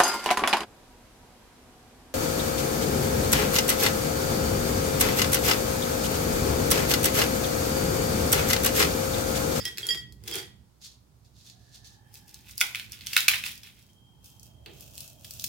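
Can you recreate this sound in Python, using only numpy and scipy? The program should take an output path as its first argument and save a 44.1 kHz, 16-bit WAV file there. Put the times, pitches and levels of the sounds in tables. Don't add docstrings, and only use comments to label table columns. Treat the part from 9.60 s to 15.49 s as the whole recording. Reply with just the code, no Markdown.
import sys
import numpy as np
from scipy import signal
from scipy.fft import rfft, irfft, next_fast_len
from scipy.io import wavfile
from scipy.ndimage import uniform_filter1d, map_coordinates

SR = 44100
rng = np.random.default_rng(int(sys.argv[2]) if len(sys.argv) > 2 else 0)


def unload_audio(sound):
    columns = np.transpose(np.atleast_2d(sound))
    steps = np.round(np.clip(columns, -1, 1) * 32767)
    wavfile.write(sys.argv[1], SR, steps.astype(np.int16))


N = 259605

# f/Hz, bandwidth/Hz, level/dB
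CRACKER_MODES = [(1424, 590, -8), (2390, 420, 4.5), (3730, 600, -1.5)]
# f/Hz, level/dB
GRIT_SPECTRUM = [(1500, -35), (3200, -15), (5000, 5), (7500, 0), (11000, 0.5), (15500, -0.5)]
def fracture(snap_db, grit_db, run_ms):
    t = np.arange(SR // 50) / SR
    run_s = run_ms / 1000
    stress = amp(-5 * t / run_s - 60 * np.maximum(t - run_s, 0) / .005)
    jerks = (stress + amp(-20 - 60 * t / .03)) * amp(2.5 * rng.standard_normal(len(t)))
    smallness = max(-snap_db - 17.5, 0) / 60 + max(grit_db - snap_db - 1.5, 0) / 16
    shift = 2 ** (min(smallness, 1) + rng.normal(0, 0.11))
    snap = resonate(jerks * stereo_noise(len(t), alike=0.91), CRACKER_MODES, shift)
    bass_cut = signal.butter(2, 850 * shift, "high", fs=SR, output="sos")
    snap = unit(signal.sosfilt(bass_cut, snap))
    grit = coloured(jerks * stereo_noise(len(t), alike=0.082), GRIT_SPECTRUM)
    energy_scale = np.sqrt(SR / 1000 / len(t))
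    return energy_scale * (amp(snap_db) * snap + amp(grit_db) * grit)


# t/s, snap level/dB, grit level/dB, run time/ms
CRACKS = [(0.0532, -28, -22, 1.9), (0.1735, -36.5, -32, 0.87), (0.1827, -26.5, -24.5, 0.8),
          (0.2681, -37, -23, 1.5), (0.5236, -52, -44, 1.4), (0.638, -50, -42, 1.6),
          (0.6775, -34, -28.5, 1.5), (0.6813, -33.5, -28.5, 1.5), (0.7132, -34, -27.5, 1.2),
          (0.7396, -37.5, -28.5, 1.1), (0.7553, -29, -22.5, 1.5), (2.5416, -59, -38.5, 1.3),
          (2.5547, -45, -41.5, 1.2), (2.6804, -60, -46.5, 1.2), (2.7433, -41, -37.5, 1.2),
          (2.9106, -51.5, -38, 1.2), (2.9754, -59, -40, 1.4), (2.9796, -35, -23, 0.6),
          (3.0016, -49.5, -27.5, 1.5), (3.0068, -23.5, -18, 1.7), (3.011, -10, -11.5, 4.5),
          (3.1478, -21, -29, 1.2), (3.156, -26, -28.5, 1.2), (3.1973, -28, -33.5, 1.4),
          (3.3203, -48.5, -29, 1.5), (3.409, -37.5, -42.5, 2.3), (3.4695, -27, -23.5, 0.93),
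          (3.5314, -26, -26.5, 2.5), (3.5652, -7, -10, 3.0), (3.5753, -18, -15.5, 5.9),
          (3.6054, -22.5, -18, 0.8), (3.6816, -6, -6, 6.7), (3.7149, -19, -25, 1.5),
          (3.7364, -18, -28.5, 0.57), (3.838, -23.5, -35.5, 0.99), (3.864, -27.5, -25.5, 1.8),
          (3.9779, -52.5, -40, 1.2), (4.7967, -71, -42.5, 1.2), (4.8302, -62.5, -40, 4.0),
          (5.06, -37, -44.5, 4.0), (5.379, -39.5, -31.5, 1), (5.4055, -42.5, -30, 1.2),
          (5.6458, -37.5, -34.5, 5.4), (5.7086, -40.5, -30, 1.2), (5.797, -35, -29, 1.2),
          (5.8409, -27.5, -18.5, 5.5), (5.8644, -49, -29.5, 1.2)]
def cracks():
    out = np.zeros((2, N))
    for start, snap_db, grit_db, run_ms in CRACKS:
        add(out, start, fracture(snap_db, grit_db, run_ms))
    return out


# t/s, rise/s, hold/s, crunch level/dB, grit level/dB
BENDS = [(2.555, 0.1, 0.015, -65.5, -57.5), (2.682, 0.039, 0.02, -65, -59.5),
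         (2.745, 0.05, 0.04, -64.5, -63.5), (2.885, 0.07, 0.015, -55.5, -53.5),
         (3.0, 0.04, 0.07, -51.5, -47.5), (3.165, 0.021, 0.03, -49, -50), (3.33, 0.06, 0.012, -52, -53.5),
         (3.41, 0.06, 0.02, -57, -62.5), (3.53, 0.1, 0.08, -41.5, -40.5), (3.705, 0.039, 0.038, -34.5, -37),
         (3.85, 0.046, 0.025, -43, -42), (4.04, 0.042, 0.03, -53.5, -56), (4.18, 0.1, 0.024, -65.5, -63),
         (4.285, 0.035, 0.005, -75, -67)]
# f/Hz, level/dB
CRUNCH_SPECTRUM = [(500, -20.5), (1200, -11), (2400, 2), (3800, 1.5), (5500, -19), (9000, -32)]
def bending():
    crunch_gain = envelope(BENDS, fall_db_per_s=233)
    grit_gain = envelope(BENDS, fall_db_per_s=167.5, level_column=1)
    crunch = crunch_gain * coloured(grains(per_s=1500, spread_db=2.5, alike=0.89), CRUNCH_SPECTRUM)
    grit = grit_gain * coloured(grains(per_s=1400, spread_db=2.0, alike=0.15), GRIT_SPECTRUM)
    return crunch + grit, crunch_gain, grit_gain


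# t/s, rise/s, hold/s, level/dB
SQUEEZES = [(4.655, 0.04, 0.01, -56), (4.714, 0.023, 0.0043, -62), (4.835, 0.03, 0.0074, -61),
            (5.21, 0.15, 0.031, -52.5), (5.4, 0.18, 0.039, -49), (5.655, 0.097, 0.023, -52),
            (5.735, 0.056, 0.02, -50.5), (5.81, 0.08, 0.08, -49.5)]
# f/Hz, level/dB
CRUMB_SPECTRUM = [(880, -17), (1500, -14.5), (2040, -22), (2610, -3.5), (3090, -3.5), (4420, -7),
                  (6060, -2.5), (9370, -8), (15100, -4.5), (16000, -6.5)]
def crumbling():
    gain = envelope(SQUEEZES, fall_db_per_s=145.5)
    return gain * coloured(grains(per_s=1700, spread_db=2.0, alike=0.22), CRUMB_SPECTRUM), gain


def chips(crunch_gain, grit_gain, per_s=23, spread_db=2.5):
    out = np.zeros((2, N))
    onsets = np.flatnonzero(rng.random(N) < per_s / SR)
    for i, luck_db in zip(onsets, spread_db * rng.standard_normal(N)[onsets]):
        snap_db, grit_db = 20 * np.log10([crunch_gain[i] + 1e-6, grit_gain[i] + 1e-6]) + luck_db
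        if grit_db > -72:
            add(out, i / SR, fracture(snap_db + 11, grit_db + 13, run_ms=1.2))
    return out


# t/s, rise/s, hold/s, level/dB
STROKES = [(1.222, 0.018, 0.015, -51), (1.245, 0.015, 0.0034, -44), (1.318, 0.006, 0.002, -59),
           (1.65, 0.012, 0.0051, -64.5), (1.775, 0.053, 0.043, -61), (1.865, 0.06, 0.036, -54),
           (2.02, 0.23, 0.1, -67.5), (2.147, 0.04, 0.014, -52), (2.246, 0.014, 0.025, -53),
           (2.31, 0.06, 0.04, -63.5)]
# f/Hz, level/dB
CRUST_SPECTRUM = [(710, -60), (1200, -17), (1540, -17), (1750, -12.5), (2230, -13.5), (3830, 2), (6870, -1),
                  (7490, -7), (14000, -14.5), (16000, -17)]
def rubbing():
    slips = grains(per_s=7600, spread_db=3.5, alike=0.28)
    return envelope(STROKES, fall_db_per_s=344) * coloured(slips, CRUST_SPECTRUM)


# t/s, level/dB
JOLTS = [(3.011, -47), (3.567, -53.5), (3.683, -53)]
def hand_jolts(t60_s=0.38):
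    out, t = np.zeros((2, N)), np.arange(SR // 4) / SR
    spectrum = [(100, -15.5), (320, -3.5), (490, -10.5), (850, 3.5), (2500, -18.5), (6000, -30.5)]
    for start, db in JOLTS:
        push = coloured(stereo_noise(len(t), alike=.9), spectrum)
        add(out, start, amp(db - 60 * t / t60_s) * push)
    return out


# f/Hz, level/dB, T60/s
BOWL_MODES = [(1926, -1, 0.32), (3258, 0.5, 0.21), (4744, 1, 0.21), (5290, 0, 0.15), (7180, 2.5, 0.19),
              (8468, -12.5, 0.08), (10200, -5, 0.15), (10700, -19, .18), (12710, -14, .22),
              (13270, -15.5, 0.14), (13800, -13, 0.12), (15200, -17, .17)]
# t/s, level/dB of modes 1, 2, 3, 4, level/dB of all higher modes
CLINKS = [(0.0, -42.5, -47, -37, -34.5, -48.5), (0.0539, -33.5, -28, -46.5, -31, -66),
          (0.23, -47.5, -30.5, -47.5, -58.5, -53), (0.288, -38.5, -22.5, -25, -43.5, -34.5),
          (0.3064, -32.5, -26.5, -45, -29, -46.5), (0.372, -43, -38, -44.5, -42, -47),
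          (0.724, -53, -35, -44, -38, -59), (0.78, -48, -45, -41.5, -52, -55),
          (0.829, -53, -47, -53, -60, -68)]
def bowl(damped_share=0.35, damping_s=0.022):
    out, t = np.zeros((2, N)), np.arange(SR // 2) / SR
    attack = 1 - np.exp(-t / 0.00048)
    shape = attack * (1 - damped_share + damped_share * np.exp(-t / damping_s))
    for k, (hz, db, t60) in enumerate(BOWL_MODES):
        swing = np.zeros(N)
        for start, *levels in CLINKS:
            strike_db = levels[min(k, len(levels) - 1)]
            add(swing, start, amp(db + strike_db - 60 * t / t60) * shape)
        ringing = np.flatnonzero(swing)
        waver = np.array([wobble(per_s=45)[ringing] for port in range(2)])
        phase = 2 * np.pi * hz * ringing / SR + .8 * waver[::-1]
        out[:, ringing] += swing[ringing] * amp(2.4 * waver) * np.sin(phase)
    return out * amp([[-1], [2]])


# t/s, rise/s, hold/s, patter level/dB, thud level/dB
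HANDFULS = [(0.0, 0.02, 0.03, -46.5, -60.5), (0.06, 0.018, 0.012, -41, -51.5),
            (0.186, 0.038, 0.049, -47.5, -58.5), (0.275, 0.066, 0.073, -43.5, -55),
            (0.685, 0.055, 0.04, -45.5, -48.5), (0.745, 0.054, 0.041, -37.5, -44.5)]
# f/Hz, level/dB
HEAP_SPECTRUM = [(290, -40), (500, -15.5), (1090, -15.5), (1950, -4.5), (2850, -9), (3340, 1), (3980, -9.5),
                 (5390, -9), (5880, -9), (16000, -17.5)]
# f/Hz, bandwidth/Hz, level/dB
PLATE_MODES = [(340.6, 56, -4.5), (458.4, 30, -2), (744, 130, -16)]
def sprinkling():
    patter_gain = envelope(HANDFULS, fall_db_per_s=272)
    thud_gain = envelope(HANDFULS, fall_db_per_s=217.5, level_column=1)
    patter = coloured(grains(per_s=1800, spread_db=2.6, alike=.4), HEAP_SPECTRUM)
    thud = resonate(grains(per_s=600, spread_db=1.5, alike=.85), PLATE_MODES)
    return patter_gain * patter + thud_gain * thud


# t/s, plate level/dB, rattle level/dB
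DROPS = [(5.061, -50.5, -54)]
def falling_bit():
    out, t = np.zeros((2, N)), np.arange(SR // 2) / SR
    for start, plate_db, rattle_db in DROPS:
        knock = resonate(stereo_noise(len(t), alike=0.48), PLATE_MODES)
        rattle = coloured(stereo_noise(len(t), alike=0.7), CRUNCH_SPECTRUM)
        add(out, start, knock * amp(plate_db - 60 * t / 0.44) + rattle * amp(rattle_db - 60 * t / 0.43))
    return out


# t/s, level/dB
RUMBLE_LEVELS = [(0.0, -46), (0.18, -56.5), (0.39, -50.5), (1.0, -55.5), (1.13, -66.5), (1.34, -62),
                 (3.01, -58.5), (3.86, -54.5), (4.21, -62.5), (5.14, -56), (5.78, -55.5), (5.88, -49)]
# f/Hz, level/dB
RUMBLE_SPECTRUM = [(20, -52.5), (35, -34), (50, -18.5), (62, 2), (80, -6), (115, 1), (160, -7.5), (200, -7),
                   (260, -14.5), (400, -21), (700, -45), (1500, -78.5)]
def rumble(waver_db=1.14):
    db = np.interp(np.arange(N) / SR, *np.transpose(RUMBLE_LEVELS)) + waver_db * wobble(per_s=13)
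    return amp(db) * coloured(stereo_noise(N, alike=.85), RUMBLE_SPECTRUM)


# f/Hz, level/dB
HUM_PARTIALS = [(63.5, -68.5), (101, -70.5), (121, -66)]
def appliance_hum():
    t = np.arange(N) / SR
    return sum(amp(db) * np.sin(2 * np.pi * (hz * t + rng.random())) for hz, db in HUM_PARTIALS)


# f/Hz, level/dB
HISS_SPECTRUM = [(200, 2), (500, -3), (900, -4.5), (2000, -15.5), (5000, -13), (16000, -19)]
def hiss():
    return amp(-67) * coloured(stereo_noise(N, alike=0.034), HISS_SPECTRUM)


# start t/s, end t/s, f/Hz, bandwidth/Hz, level/dB
THIN_TONES = [(1.799, 3.003, 1726, 172, -71), (1.8, 2.35, 723, 120, -74.5), (2.1, 3.0, 832, 129, -70.5),
              (2.202, 3.1, 3170, 59.7, -77), (3.9, 5.901, 3188, 74.5, -68),
              (4.152, 5.898, 847, 242.3, -74.5), (4.7, 6.105, 632, 170, -65.5)]
def thin_tones():
    out = np.zeros((2, N))
    for start, end, hz, width_hz, db in THIN_TONES:
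        swell = signal.windows.tukey(round((end - start) * SR), .6)
        noise = stereo_noise(len(swell), alike=0.061)
        tone = filtered(noise, lambda f: 1 / (1 + (2 * (f - hz) / width_hz) ** 2))
        add(out, start, amp(db) * swell * unit(tone))
    return out


# f/Hz, T60/s
KITCHEN_T60 = [(200, 0.28), (2500, 0.42), (7000, 0.31), (15000, 0.22)]
def kitchen(x):
    hz, t, spectra = signal.stft(rng.standard_normal((2, SR * 3 // 5)), SR, nperseg=256)
    decay = amp(-60 * t / along(KITCHEN_T60, hz)[:, None])
    tail = signal.istft(spectra * decay, SR, nperseg=256)[1]
    age = np.arange(tail.shape[1]) / SR
    tail *= (1 - np.exp(-age / 0.00061)) * (1 + 1.2 * np.exp(-age / .02))
    return signal.fftconvolve(x, tail / np.linalg.norm(tail[0]), axes=1)[:, :N]


def amp(db):
    return 10 ** (np.asarray(db) / 20)


def unit(x):
    return x / np.sqrt(np.mean(x ** 2) + 1e-20)


def along(points, hz):
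    f, values = np.transpose(points)
    return np.interp(np.log(hz + 1), np.log(f), values)


def add(track, start, sound):
    part = track[..., max(round(start * SR), 0):][..., :sound.shape[-1]]
    part += sound[..., :part.shape[-1]]


def filtered(x, response):
    n = x.shape[-1]
    padded = next_fast_len(n + min(n, SR // 2))
    return irfft(rfft(x, padded) * response(np.fft.rfftfreq(padded, 1 / SR)), padded)[..., :n]


def coloured(x, spectrum):
    return unit(filtered(x, lambda hz: amp(along(spectrum, hz))))


def resonate(x, modes, shift=1):
    def mode(f, centre, width):
        resonance = 1j * f * width / (centre ** 2 - f ** 2 + 1j * f * width)
        return resonance * 1j * f / (centre + 1j * f)
    return unit(filtered(x, lambda f: sum((-1) ** k * amp(db) * mode(f / shift, centre, width)
                                          for k, (centre, width, db) in enumerate(modes))))


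def stereo_noise(size, alike):
    noise = rng.standard_normal((3, size))
    return np.sqrt(alike) * noise[0] + np.sqrt(1 - alike) * noise[1:]


def grains(per_s, spread_db, alike):
    hits = rng.random(N) < per_s / SR
    sizes = hits * amp(spread_db * np.minimum(rng.exponential(size=N), 4))
    power = np.abs(uniform_filter1d(sizes ** 2, size=SR // 25))
    return stereo_noise(N, alike) * sizes / np.sqrt(power + 1e-6)


def wobble(per_s):
    knots = rng.standard_normal(int(N * per_s / SR) + 4)
    return map_coordinates(knots, [np.arange(N) * per_s / SR], order=1)


def envelope(gestures, fall_db_per_s, level_column=0, rise_db=21):
    t, power = np.arange(N) / SR, np.zeros(N)
    for peak, rise, hold, *levels in gestures:
        early, late = np.maximum(peak - t, 0), np.maximum(t - peak - hold, 0)
        db = levels[level_column] - rise_db * early / rise - fall_db_per_s * late
        heard = db > -120
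        power[heard] += amp(db[heard]) ** 2
    return np.sqrt(power)


def scene():
    snaps, glass = cracks(), bowl()
    handling = sprinkling() + rubbing()
    crunch, crunch_gain, grit_gain = bending()
    crumbs, crumb_gain = crumbling()
    handling += crunch + crumbs + chips(crunch_gain, grit_gain + crumb_gain)
    handling += hand_jolts() + falling_bit()
    room = kitchen(amp(-3.0) * snaps + amp(-8.5) * glass + amp(-2.5) * handling)
    background = rumble() + appliance_hum() + hiss() + thin_tones()
    return snaps + glass + handling + room + background


# f/Hz, left minus right level/dB
PORT_DIFFERENCE = [(60, -6), (125, -8), (250, -1), (700, -3), (1500, -5), (3200, 0), (5000, -4.5),
                   (8000, 1.5), (14000, 3.5)]
def record(dry, top_hz=16100):
    return filtered(dry, lambda hz: amp(np.outer([.5, -.5], along(PORT_DIFFERENCE, hz))) * (hz < top_hz))


dry = scene()
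out = record(dry)
unload_audio(out)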